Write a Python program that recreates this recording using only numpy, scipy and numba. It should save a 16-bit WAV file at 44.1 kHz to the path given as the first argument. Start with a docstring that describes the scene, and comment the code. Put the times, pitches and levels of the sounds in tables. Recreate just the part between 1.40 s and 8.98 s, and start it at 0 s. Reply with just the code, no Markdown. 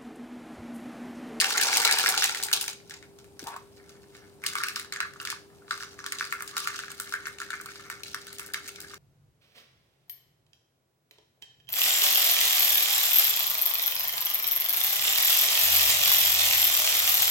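"""Small hard beads rattle in a flip-top plastic box held close to two microphone ports: shaken shut, the lid flipped
open with a puff and a creak, then tipped and jolted so that beads knock about and drop out. Each knock is a burst of
contact noise that rings the enclosed air and the walls and ticks; many small beads patter below, and the shut box
booms. A small room answers with decaying noise over room air and a motor hum of sines, and the ports colour it."""
import sys
import numpy as np
from scipy import signal
from scipy.fft import rfft, irfft
from scipy.io import wavfile
from scipy.ndimage import uniform_filter1d
from numba import njit

SR = 44100
rng = np.random.default_rng(int(sys.argv[2]) if len(sys.argv) > 2 else 0)


def file_out(sig):
    """Save sig as 16-bit WAV at sys.argv[1]."""
    # one column per channel
    cols = np.atleast_2d(sig).T
    # limit, then scale
    lim = np.clip(cols, -1, 1)
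    pcm = np.round(lim * 32767).astype(np.int16)
    wavfile.write(sys.argv[1], SR, pcm)


N = 334278

# Loud knocks. Each row: moment in seconds, peaks in dB of the air ring, the walls and the tick, air ring in Hz.
KNOCK_ROWS = [(0.012, -14.5, -45, -49, 1720), (0.0229, -13.5, -34, -45, 1690),
              (0.0432, -13.5, -13, -20, 1690), (0.1075, -19, -55, -27, 1620), (0.138, -33, -20, -38, 1743),
              (0.1725, -22, -35, -18, 2080), (0.1782, -14, -13, -32, 1900),
              (0.2121, -20.5, -17.5, -11, 1690), (0.232, -42, -16, -16, 1910),
              (0.3281, -18, -31, -33, 2220), (0.3524, -24, -18, -29, 1840), (0.37, -17, -11.5, -9.5, 2120),
              (0.3998, -31, -17.5, -17, 1864), (0.417, -30, -19, -17, 1530), (0.423, -21, -30, -30, 1520),
              (0.449, -23, -8.5, -11.5, 2240), (0.4746, -17.5, -26, -22, 2100),
              (0.4922, -13, -36, -39, 1690), (0.5106, -13, -15, -12.5, 2000), (0.586, -37, -13, -15, 1830),
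               (0.66, -8.5, -14.5, -21, 1760), (0.6884, -31, -20, -11.5, 1950),
              (0.6983, -22, -22, -16, 1860), (0.717, -30, -35, -34, 2150), (0.7759, -39, -11.5, -23, 2220),
              (0.8215, -14, -23, -20, 1620), (0.8409, -27, -13.5, -10.5, 2040),
              (0.8937, -20, -19, -32, 1650), (0.947, -20, -22, -27, 2030), (0.9683, -46, -38, -41, 1795),
              (0.9987, -25, -46, -47, 1740), (1.0261, -48, -21, -23, 2150), (1.0348, -51, -19.5, -15, 2080),
              (1.0845, -23.5, -31, -46, 1720), (1.114, -22.5, -32, -27, 1730),
              (1.1284, -36, -9.5, -11.5, 2070), (1.173, -29, -20, -26, 1760),
              (1.2108, -34, -22, -15.5, 1700), (1.2398, -29, -27, -32, 1640),
              (1.2792, -29, -19.5, -22.5, 1990), (1.3004, -39, -40, -44, 1860),
              (1.401, -45, -64, -70, 2024), (1.4961, -42, -35.5, -35, 1580),
              (1.5079, -31, -31.5, -52, 1820), (1.5388, -37, -32, -46, 1720),
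              (1.626, -37.5, -42.5, -54, 1940), (1.7868, -51, -41.5, -48, 1437),
              (1.843, -48.5, -49, -49, 1660),  (1.9928, -35.5, -29, -34.5, 1830),
              (2.0397, -42, -39, -37, 1455), (2.07, -36, -32, -29.5, 1730), (2.1636, -41, -42, -35, 1050),
              (2.4926, -49, -41.5, -46, 2016),  (2.75, -38.5, -53, -57, 1720),
              (3.038, -21.5, -44, -32, 1960), (3.063, -25, -16, -16.5, 1890), (3.1336, -43, -31, -33, 2260),
              (3.1533, -16.5, -25.5, -26.5, 1280), (3.1834, -23.5, -23, -30, 1310),
              (3.202, -23, -44, -45, 1380), (3.235, -17, -19.5, -22, 1890), (3.284, -20, -22.5, -24, 2130),
              (3.3587, -26, -20, -26, 1815), (3.364, -25.5, -33, -35, 1280),
              (3.3953, -27, -27.5, -28, 1880), (3.446, -35, -38, -55, 1370), (3.523, -23, -25, -31.5, 1640),
              (3.5604, -23.5, -30, -51, 1750), (3.6028, -14.5, -23.5, -31, 1600),
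              (3.6284, -23, -41, -39, 1660), (3.7356, -37, -43, -44, 1750), (3.759, -36.5, -56, -66, 1297),
              (3.7997, -29, -27.5, -50, 1340), (3.814, -29, -41, -32, 1520), (3.8508, -27, -24, -30, 1400),
              (3.8721, -22, -24.5, -33, 1980), (3.901, -23.5, -20, -24.5, 1820),
              (3.925, -26, -44, -50, 1330),  (4.2803, -40, -62, -63, 1498),
              (4.3082, -14.5, -20.5, -35, 1350), (4.3763, -34, -36, -36, 1320),
              (4.406, -29, -31.5, -41, 1390), (4.425, -29, -30, -48, 1600), (4.4323, -29, -30, -37, 1466),
              (4.5898, -30.5, -35, -54, 1750), (4.641, -29, -32.5, -53, 1440),
              (4.6623, -22.5, -24, -27.5, 1570), (4.7214, -18, -21.5, -24, 1860),
              (4.785, -43, -25.5, -47, 2020), (4.7958, -30, -26, -38, 1790),
              (4.8087, -14.5, -48, -33, 1530), (4.825, -25, -32, -40, 1530), (4.8502, -47, -32, -33, 1420),
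              (4.9243, -16.5, -32, -26.5, 1530), (5.0059, -23.5, -49, -37, 1390),
              (5.022, -27, -50, -24.5, 1530), (5.076, -45, -28.5, -32.5, 1720),
              (5.1666, -20, -20.5, -23, 1430), (5.1787, -28, -20, -21.5, 1220),
               (5.2724, -16.5, -23.5, -28, 1490), (5.2833, -27, -28.5, -31, 1480),
              (5.38, -47, -31, -40, 1540), (5.3897, -25, -25.5, -32.5, 1480),
              (5.4351, -27.5, -51, -57, 1530), (5.481, -29, -44, -70, 1500),
              (5.5028, -34.5, -37, -41, 1475), (5.516, -33, -33, -31, 1428),
              (5.599, -24, -27.5, -20.5, 1450), (5.693, -54, -35.5, -35, 1590),
              (5.723, -24.5, -26, -33, 1470), (5.7374, -16.5, -34, -29.5, 1590),
              (5.8551, -27, -33, -46, 1860), (5.8684, -20, -43, -29, 1460), (5.9844, -38, -32.5, -42, 1650),
              (6.0011, -24.5, -29, -37, 1530), (6.0157, -22.5, -37, -37, 1660),
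              (6.104, -23.5, -26.5, -33, 1540), (6.1306, -21.5, -40, -43, 1670),
              (6.1994, -28.5, -53, -62, 1520), (6.2114, -38, -45, -32, 1290),
               (6.2582, -32.5, -35, -30, 1240), (6.3566, -38, -33.5, -59, 1400),
              (6.4995, -24, -33, -30, 1380), (6.6331, -46, -27, -31, 1920), (6.7314, -53, -35, -50, 1544),
              (6.7445, -19, -25, -26, 1510), (6.868, -47, -35.5, -35, 2260), (6.9282, -62, -39, -30, 1580),
              (6.9838, -49, -33, -29.5, 2010), (6.995, -25.5, -31.5, -26, 1520),
              (7.062, -53, -55, -30, 1720), (7.136, -34, -25, -22.5, 1500), (7.1426, -17, -23, -33, 1610),
              (7.277, -37, -29, -34, 1740), (7.282, -35, -32, -28, 2380), (7.3585, -47, -33, -42, 2306),
              (7.4028, -55, -35, -27, 2030), (7.5358, -32, -44, -52, 1120), (7.5417, -38, -35, -36.5, 1950),
              ]
# How hard the small beads patter. 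Each row: moment in seconds, rms level at the walls in dB before unevenness.
SHAKING_LEVEL = [(0, -29), (.3, -26.5), (.65, -26.5), (.95, -35.5), (1.28, -55), (1.36, -68), (2.0, -73),
                 (2.14, -70), (2.3, -70.5), (2.5, -59.5), (2.68, -74.5), (2.78, -56), (2.97, -74),
                 (3.05, -41), (3.22, -45.5), (3.35, -64), (3.55, -67), (3.85, -55), (4.05, -72),
                 (4.27, -69.5), (4.35, -43), (4.55, -59), (4.8, -51), (5.25, -44), (5.5, -50.5),
                 (5.8, -53.5), (6.35, -50.5), (6.95, -54), (7.58, -50)]

SPAN = 1024  # samples given to the ring of one knock
OPENS_S = 2.03  # the lid opens


def knock_table():
    """Discrete impacts: the columns of the knocks, with their moments in samples."""
    s, air_db, wall_db, tick_db, air_hz = np.transpose(KNOCK_ROWS)
    at = np.clip((s * SR).astype(int), 0, N - 1)
    return at, air_db, wall_db, tick_db, air_hz


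def knocks():
    """Impact excitation: a loud blow sets the enclosed air and the walls ringing and ticks at the contact."""
    at, air_db, wall_db, tick_db, air_hz = knock_table()
    note_hz = np.repeat(air_hz, SPAN)
    out = struck(at, air_db, "air", lambda x: air_ring(x, note_hz, width_hz=450))
    out += struck(at, wall_db, "walls", lambda x: walls_ring(x, size=SPAN))
    out += struck(at, tick_db, "tick", tick)
    return out


def struck(at, db, part, body):
    """Superposition: each blow rings the body on its own, is scaled to its peak and laid down at its moment."""
    train = np.zeros(len(at) * SPAN)
    train[::SPAN] = 1
    blows = body(chatter(train, part)).reshape(2, len(at), SPAN)
    power = uniform_filter1d(np.mean(blows ** 2, axis=0), size=40, axis=1)
    peak = np.sqrt(2 * power.max(axis=1))  # of a sine with the greatest short-time power
    scaled = blows * (undb(db) / peak)[:, None]
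    out = np.zeros((2, N + SPAN))
    for i, blow in zip(at, np.swapaxes(scaled, 0, 1)):
        out[:, i:i + SPAN] += blow
    return out[:, :N]


def chatter(train, part, shorter=1):
    """Contact noise: every impulse becomes a burst that swells for a moment and dies."""
    # For each part: decay time of the contact chatter in seconds, for a full-sized knock.
    contact_s = {"air": 0.00084, "walls": 0.0016, "tick": 0.0017, "boom": 0.00074}
    # For each part: share of a blow's power that both ports hear alike.
    alike = {"air": .8, "walls": .4, "tick": .35, "boom": .95}
    fade = np.exp(-1 / (shorter * contact_s[part] * SR))
    swelling = signal.lfilter([1], [1, -fade ** 3], train)
    burst = signal.lfilter([1], [1, -fade], swelling)
    return burst * pair(alike[part], size=len(train))


def air_ring(x, hz, width_hz):
    """Cavity resonance: the air in the box gives one broad note and radiates little below it."""
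    note = ring(ring(x, hz, 2 * width_hz), hz, width_hz)
    return above(note, 970, order=6)


def walls_ring(x, size):
    """Plate modes: the walls ring at several notes and are too small to radiate bass."""
    # Each row: mode in Hz, width in Hz, relative level in dB.
    wall_modes = [(2230, 220, -4), (2727, 417, -1), (3970, 404, -0.5), (4100, 138, 3.5), (4650, 1260, 0.5),
                  (5716, 410, 2.5), (6490, 780, -1)]
    # where a blow lands decides how strongly it wakes each mode: a spread of 3.5 dB
    return above(modes(x, wall_modes, 3.5, size=size), 1770, order=2)


def tick(x):
    """Short contact: the bare click holds treble only."""
    return above(x, 5500, order=2)


def patter():
    """Dense random impacts: many small beads wake the notes of the box, its walls and the contact tick."""
    # Notes of the box. Each row: centre in Hz before the pitch factor, width in Hz, relative level in dB.
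    box_notes = [(1270, 170, -2), (1510, 150, 0), (1740, 200, -1), (2150, 220, -5)]
    # The notes shift as the box is opened and tipped. Each row: moment in seconds, pitch factor.
    pitch_track = [(0, 1.126), (2, 1.1), (3, 0.97), (5.3, 0.94), (6, 1.045), (7.58, 1.02)]
    AIR_RE_WALLS_DB, TICK_RE_WALLS_DB = (-8.5, -2.5), (-8, -7.5)  # (while shut, once open)
    UNEVEN_DB, UNEVEN_S = 4, 0.028  # the patter comes in uneven heaps
    BEAD_SHORTER = .3  # contact time of a small bead re a knock, for walls and tick

    at, air_db, wall_db, tick_db, _ = knock_table()
    shut = np.arange(N) / SR < OPENS_S
    shaking_db = curve(SHAKING_LEVEL)[0]
    wall_level = undb(shaking_db + UNEVEN_DB * uneven(UNEVEN_S))
    air_level = undb(shaking_db + np.where(shut, *AIR_RE_WALLS_DB) + UNEVEN_DB * uneven(UNEVEN_S))
    tick_level = wall_level * undb(np.where(shut, *TICK_RE_WALLS_DB))

    pitch = curve(pitch_track)[0]
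    notes = [(hz * pitch, width, db) for hz, width, db in box_notes]
    # square blows on the floor move the air, glancing ones only click; both wake the walls
    square = beads(600, 2.9)
    glancing = beads(600, 4.5)
    air = unit(modes(chatter(square, "air"), notes, 2.86, size=SPAN))
    walls = unit(walls_ring(chatter(glancing + square, "walls", BEAD_SHORTER), size=256))
    ticks = unit(tick(chatter(glancing, "tick", BEAD_SHORTER)))

    out = above(rolling(at, air_db, air_level, "air") * air, 990, order=6)
    out += rolling(at, wall_db, wall_level, "walls") * walls
    out += rolling(at, tick_db, tick_level, "tick") * ticks
    return out


def boom():
    """Modal overlap: the long modes of the shut box sum many beads into a near steady boom."""
    # Each row: mode in Hz, width in Hz, relative level in dB.
    shut_modes = [(321, 203, -8.5), (466, 170, -3), (772, 43, 2), (845, 97, 3), (1340, 1400, -5.5)]
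    BOOM_DB, SLOPE = -10.5, 1.08  # re the walls at the hardest shaking; dB lost per dB of shaking
    at, _, wall_db, _, _ = knock_table()
    shut = np.arange(N) / SR < OPENS_S
    shaking_db = curve(SHAKING_LEVEL)[0]
    hardest_db = shaking_db.max()
    level = undb(BOOM_DB + hardest_db + SLOPE * (shaking_db - hardest_db))
    note = unit(modes(chatter(beads(1300, 3.2), "boom"), shut_modes, 1.2, size=SPAN))
    return shut * rolling(at, wall_db, level, "boom") * note


def beads(per_s, spread_db):
    """Poisson-like arrivals: impulses at random moments, mostly small, at most 10 dB."""
    size_db = np.minimum(spread_db * rng.exponential(size=N), 10)
    return (rng.random(N) < per_s / SR) * undb(size_db)


def rolling(at, db, level, part):
    """Addition of powers: the steady shaking plus the beads that each knock sets rolling."""
    # For each part: level in dB re the knock before the rise smooths it, amplitude decay time in seconds.
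    settling = {"air": (-15.5, 0.024), "walls": (-14.5, 0.026), "tick": (-14.5, 0.027),
                "boom": (-26, 0.024)}
    settle_db, settle_s = settling[part]
    power = np.zeros(N)
    power[at] = undb(2 * (db + settle_db))
    rise = np.exp(-1 / (0.0036 * SR))  # the beads take 3.6 ms to get rolling
    power = signal.lfilter([1 - rise], [1, -rise], power)
    power = signal.lfilter([1], [1, -np.exp(-2 / (settle_s * SR))], power)
    return np.sqrt(level ** 2 + power)


def lid():
    """Stick-slip into an opening cavity: a low puff, then dense hinge slips ring the climbing air note."""
    AJAR_HZ, OPEN_HZ, CLIMB_S = 405, 1090, 0.032  # the note of the air climbs as the lid swings up
    CREAK_DB, FULL_S, HOLD_S = -42, 2.072, 0.069
    SWELL_DB_PER_S, FADE_DB_PER_S = 500, 480
    STOP_S, STOP_DB, STOP_FADE_DB_PER_S = 2.163, -38.5, 902  # the lid meets its stop
    s = np.arange(N) / SR
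    hz = OPEN_HZ - (OPEN_HZ - AJAR_HZ) * np.exp(-np.clip(s - OPENS_S, 0, None) / CLIMB_S)
    swell_db = SWELL_DB_PER_S * np.clip(FULL_S - s, 0, None)
    fade_db = FADE_DB_PER_S * np.clip(s - FULL_S - HOLD_S, 0, None)
    creak = undb(CREAK_DB - swell_db - fade_db)
    stop = (s > STOP_S) * undb(STOP_DB - STOP_FADE_DB_PER_S * np.clip(s - STOP_S, 0, None))

    note = ring(chatter(beads(1500, 2.0), "air"), hz, .2 * hz)
    # slips also wake a broad overtone
    note += 0.76 * ring(chatter(beads(340, 3.5), "air"), 1.8 * hz, 0.52 * hz)
    return (creak + stop) * unit(note / np.sqrt(hz)) + puff()


def puff():
    """Released air: as the catch lets go, a low decaying sine falls in pitch."""
    START_S, START_HZ, START_DB, T60_S, FALL_S = 2.026, 420, -35, .09, .016
    t = np.clip(np.arange(N) / SR - START_S, 0, None)
    cycles = START_HZ * FALL_S * (1 - np.exp(-t / FALL_S))
    return undb(START_DB - 60 * t / T60_S) * np.sin(2 * np.pi * cycles)


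def room(x):
    """Diffuse reverberation: dense echoes, each octave dying at its own rate, with a tail for each port."""
    # Each row: frequency in Hz, time to die by 60 dB in seconds.
    decay_times = [(300, 0.061), (1300, 0.2), (4000, 0.37), (12000, 0.04)]
    # Each row: frequency in Hz, share of the tail's power alike in both ports.
    tail_alike = [(300, 1), (1000, 0.59), (2500, 0.027)]
    t = np.arange(int(.5 * SR)) / SR
    tail = 0
    for hz in 250 * 2. ** np.arange(7):
        octave = ring(pair(along(tail_alike, hz), size=len(t)), hz, hz)
        tail = tail + octave * undb(-60 * t / along(decay_times, hz))
    tail *= np.clip(t / 0.0025, 0, 1)  # the echoes build up over 2.5 ms
    tail /= np.sqrt(np.sum(tail ** 2, axis=1, keepdims=True))
    mono = x.mean(axis=0, keepdims=True)
    return undb(-8) * signal.fftconvolve(mono, tail, axes=1)[:, :N]


def room_air():
    """Partly coherent noise: shaped by its spectrum, more alike in both ports at some pitches than others."""
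    # Each row: frequency in Hz, relative density in dB per Hz.
    air_spectrum = [(18, -71), (30, -25), (79, -6.5), (194, -9), (252, -13.5), (303, -12.5), (336, -14.5),
                    (394, -14.5), (1160, -27.5), (1540, -32.5), (16000, -36.5)]
    # Each row: frequency in Hz, share of the power alike in both ports.
    air_alike = [(50, 0.71), (150, 0.32), (600, 0.45), (3000, .1)]
    hz = np.fft.rfftfreq(N, 1 / SR)
    like = np.clip(along(air_alike, hz), 0, 1)
    shared, left, right = rfft(rng.standard_normal((3, N)))
    mixed = np.sqrt(like) * shared + np.sqrt(1 - like) * np.array([left, right])
    return undb(-55) * unit(irfft(undb(along(air_spectrum, hz)) * mixed, N))


def motor_hum():
    """Line spectrum: steady sines whose levels each waver a little."""
    # Each row: frequency in Hz, rms level in dB before the waver.
    hum_lines = [(100, -75), (300, -70), (399.7, -58)]
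    t = np.arange(N) / SR
    hum = 0
    for hz, db in hum_lines:
        level = np.sqrt(2) * undb(db + 0.55 * uneven(.088))
        hum = hum + level * np.sin(2 * np.pi * (hz * t + rng.random()))
    return hum


def undb(db):
    """Logarithmic level: decibels to gain."""
    return 10 ** (np.asarray(db) / 20)


def unit(x):
    """Mean power: scaled to rms 1."""
    return x / np.sqrt(np.mean(x ** 2))


def curve(table):
    """Linear interpolation: columns of a table, sample by sample; the last value holds."""
    s, *columns = np.transpose(table)
    return [np.interp(np.arange(N) / SR, s, c) for c in columns]


def along(table, hz):
    """Logarithmic pitch: a spectrum read on a log-frequency axis."""
    log_hz, values = np.log(np.array(table)[:, 0]), np.array(table)[:, 1]
    return np.interp(np.log(hz + 1), log_hz, values)


@njit
def svf(x, g, k):
    """Two coupled integrators: a state-variable band-pass with a moving centre, gain 1 there."""
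    y = np.empty_like(x)
    for c in range(len(x)):
        band, low = 0., 0.
        for i in range(x.shape[1]):
            v = (band + g[i] * (x[c, i] + 1e-18 - low)) / (1 + g[i] * (g[i] + k[i]))
            band = 2 * v - band
            low = low + 2 * g[i] * v
            y[c, i] = k[i] * v
    return y


def ring(x, hz, width_hz):
    """Damped oscillator: one resonance, longer the narrower it is."""
    hz = hz * np.ones(x.shape[1])
    return svf(x, np.tan(np.pi * hz / SR), width_hz / hz)


def modes(x, table, place_db, size):
    """Modal sum: resonances of alternating sign, each woken by a share that changes every `size` samples."""
    length = x.shape[1]
    out = 0
    for k, (hz, width, db) in enumerate(table):
        draws = rng.standard_normal(length // size + 1)
        share_db = place_db * np.repeat(draws, size)[:length]
        out = out + (-1) ** k * undb(db) * ring(x * undb(share_db), hz, width)
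    return out


def pair(like, size=N):
    """Partial coherence: noise for two ports with a share of the power in common."""
    shared, left, right = rng.standard_normal((3, size))
    like = np.clip(like, 0, 1)
    return np.sqrt(like) * shared + np.sqrt(1 - like) * np.array([left, right])


def above(x, hz, order):
    """High-pass: a maximally flat filter removes what lies below."""
    return signal.sosfilt(signal.butter(order, hz, "high", fs=SR, output="sos"), x)


def uneven(seconds):
    """Smoothed chance: noise averaged twice, with spread 1."""
    width = int(seconds * SR)
    once = uniform_filter1d(rng.standard_normal(N), width)
    return unit(uniform_filter1d(once, width))


def scene():
    """Superposition: the box in the hand, its room and the background."""
    near = knocks() + patter() + boom() + lid()
    return near + room(near) + room_air() + motor_hum()


def port(x, colour):
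    """Minimum phase: a causal filter from the folded cepstrum of the colour."""
    cepstrum = irfft(np.log(undb(along(colour, np.fft.rfftfreq(1024, 1 / SR)))))
    cepstrum[1:512] *= 2
    cepstrum[513:] = 0
    return signal.fftconvolve(x, irfft(np.exp(rfft(cepstrum))))[:N]


def record(dry):
    """Path delay and port colour: the right port lies further off; rumble and the top are cut."""
    # Colour of the left port. Each row: frequency in Hz, gain in dB.
    left_colour = [(100, -3), (520, 2), (630, 1.5), (760, 3.5), (1800, -1.5), (1960, -6.5), (2120, 0.5),
                   (4400, -2), (6300, -3.5), (7100, -9.5), (8450, 6.5), (9200, 3), (12500, 0),
                   (15500, -6.5)]
    # Colour of the right port. Each row: frequency in Hz, gain in dB.
    right_colour = [(100, -5), (520, 1), (630, -3.5), (760, 3), (1800, -2.5), (1960, -3.5), (2120, 0),
                    (4400, -2.5), (6500, -2.5), (7300, 2.5), (8600, -3), (12500, -5.5), (14500, -3)]
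    lag = 6  # samples
    right = np.concatenate([np.zeros(lag), dry[1, :-lag]])
    wet = np.array([port(dry[0], left_colour), port(right, right_colour)])
    wet = above(wet, 41, order=4)
    return signal.sosfilt(signal.ellip(10, .3, 60, 15900, fs=SR, output="sos"), wet)


dry = scene()
out = record(dry)
file_out(out)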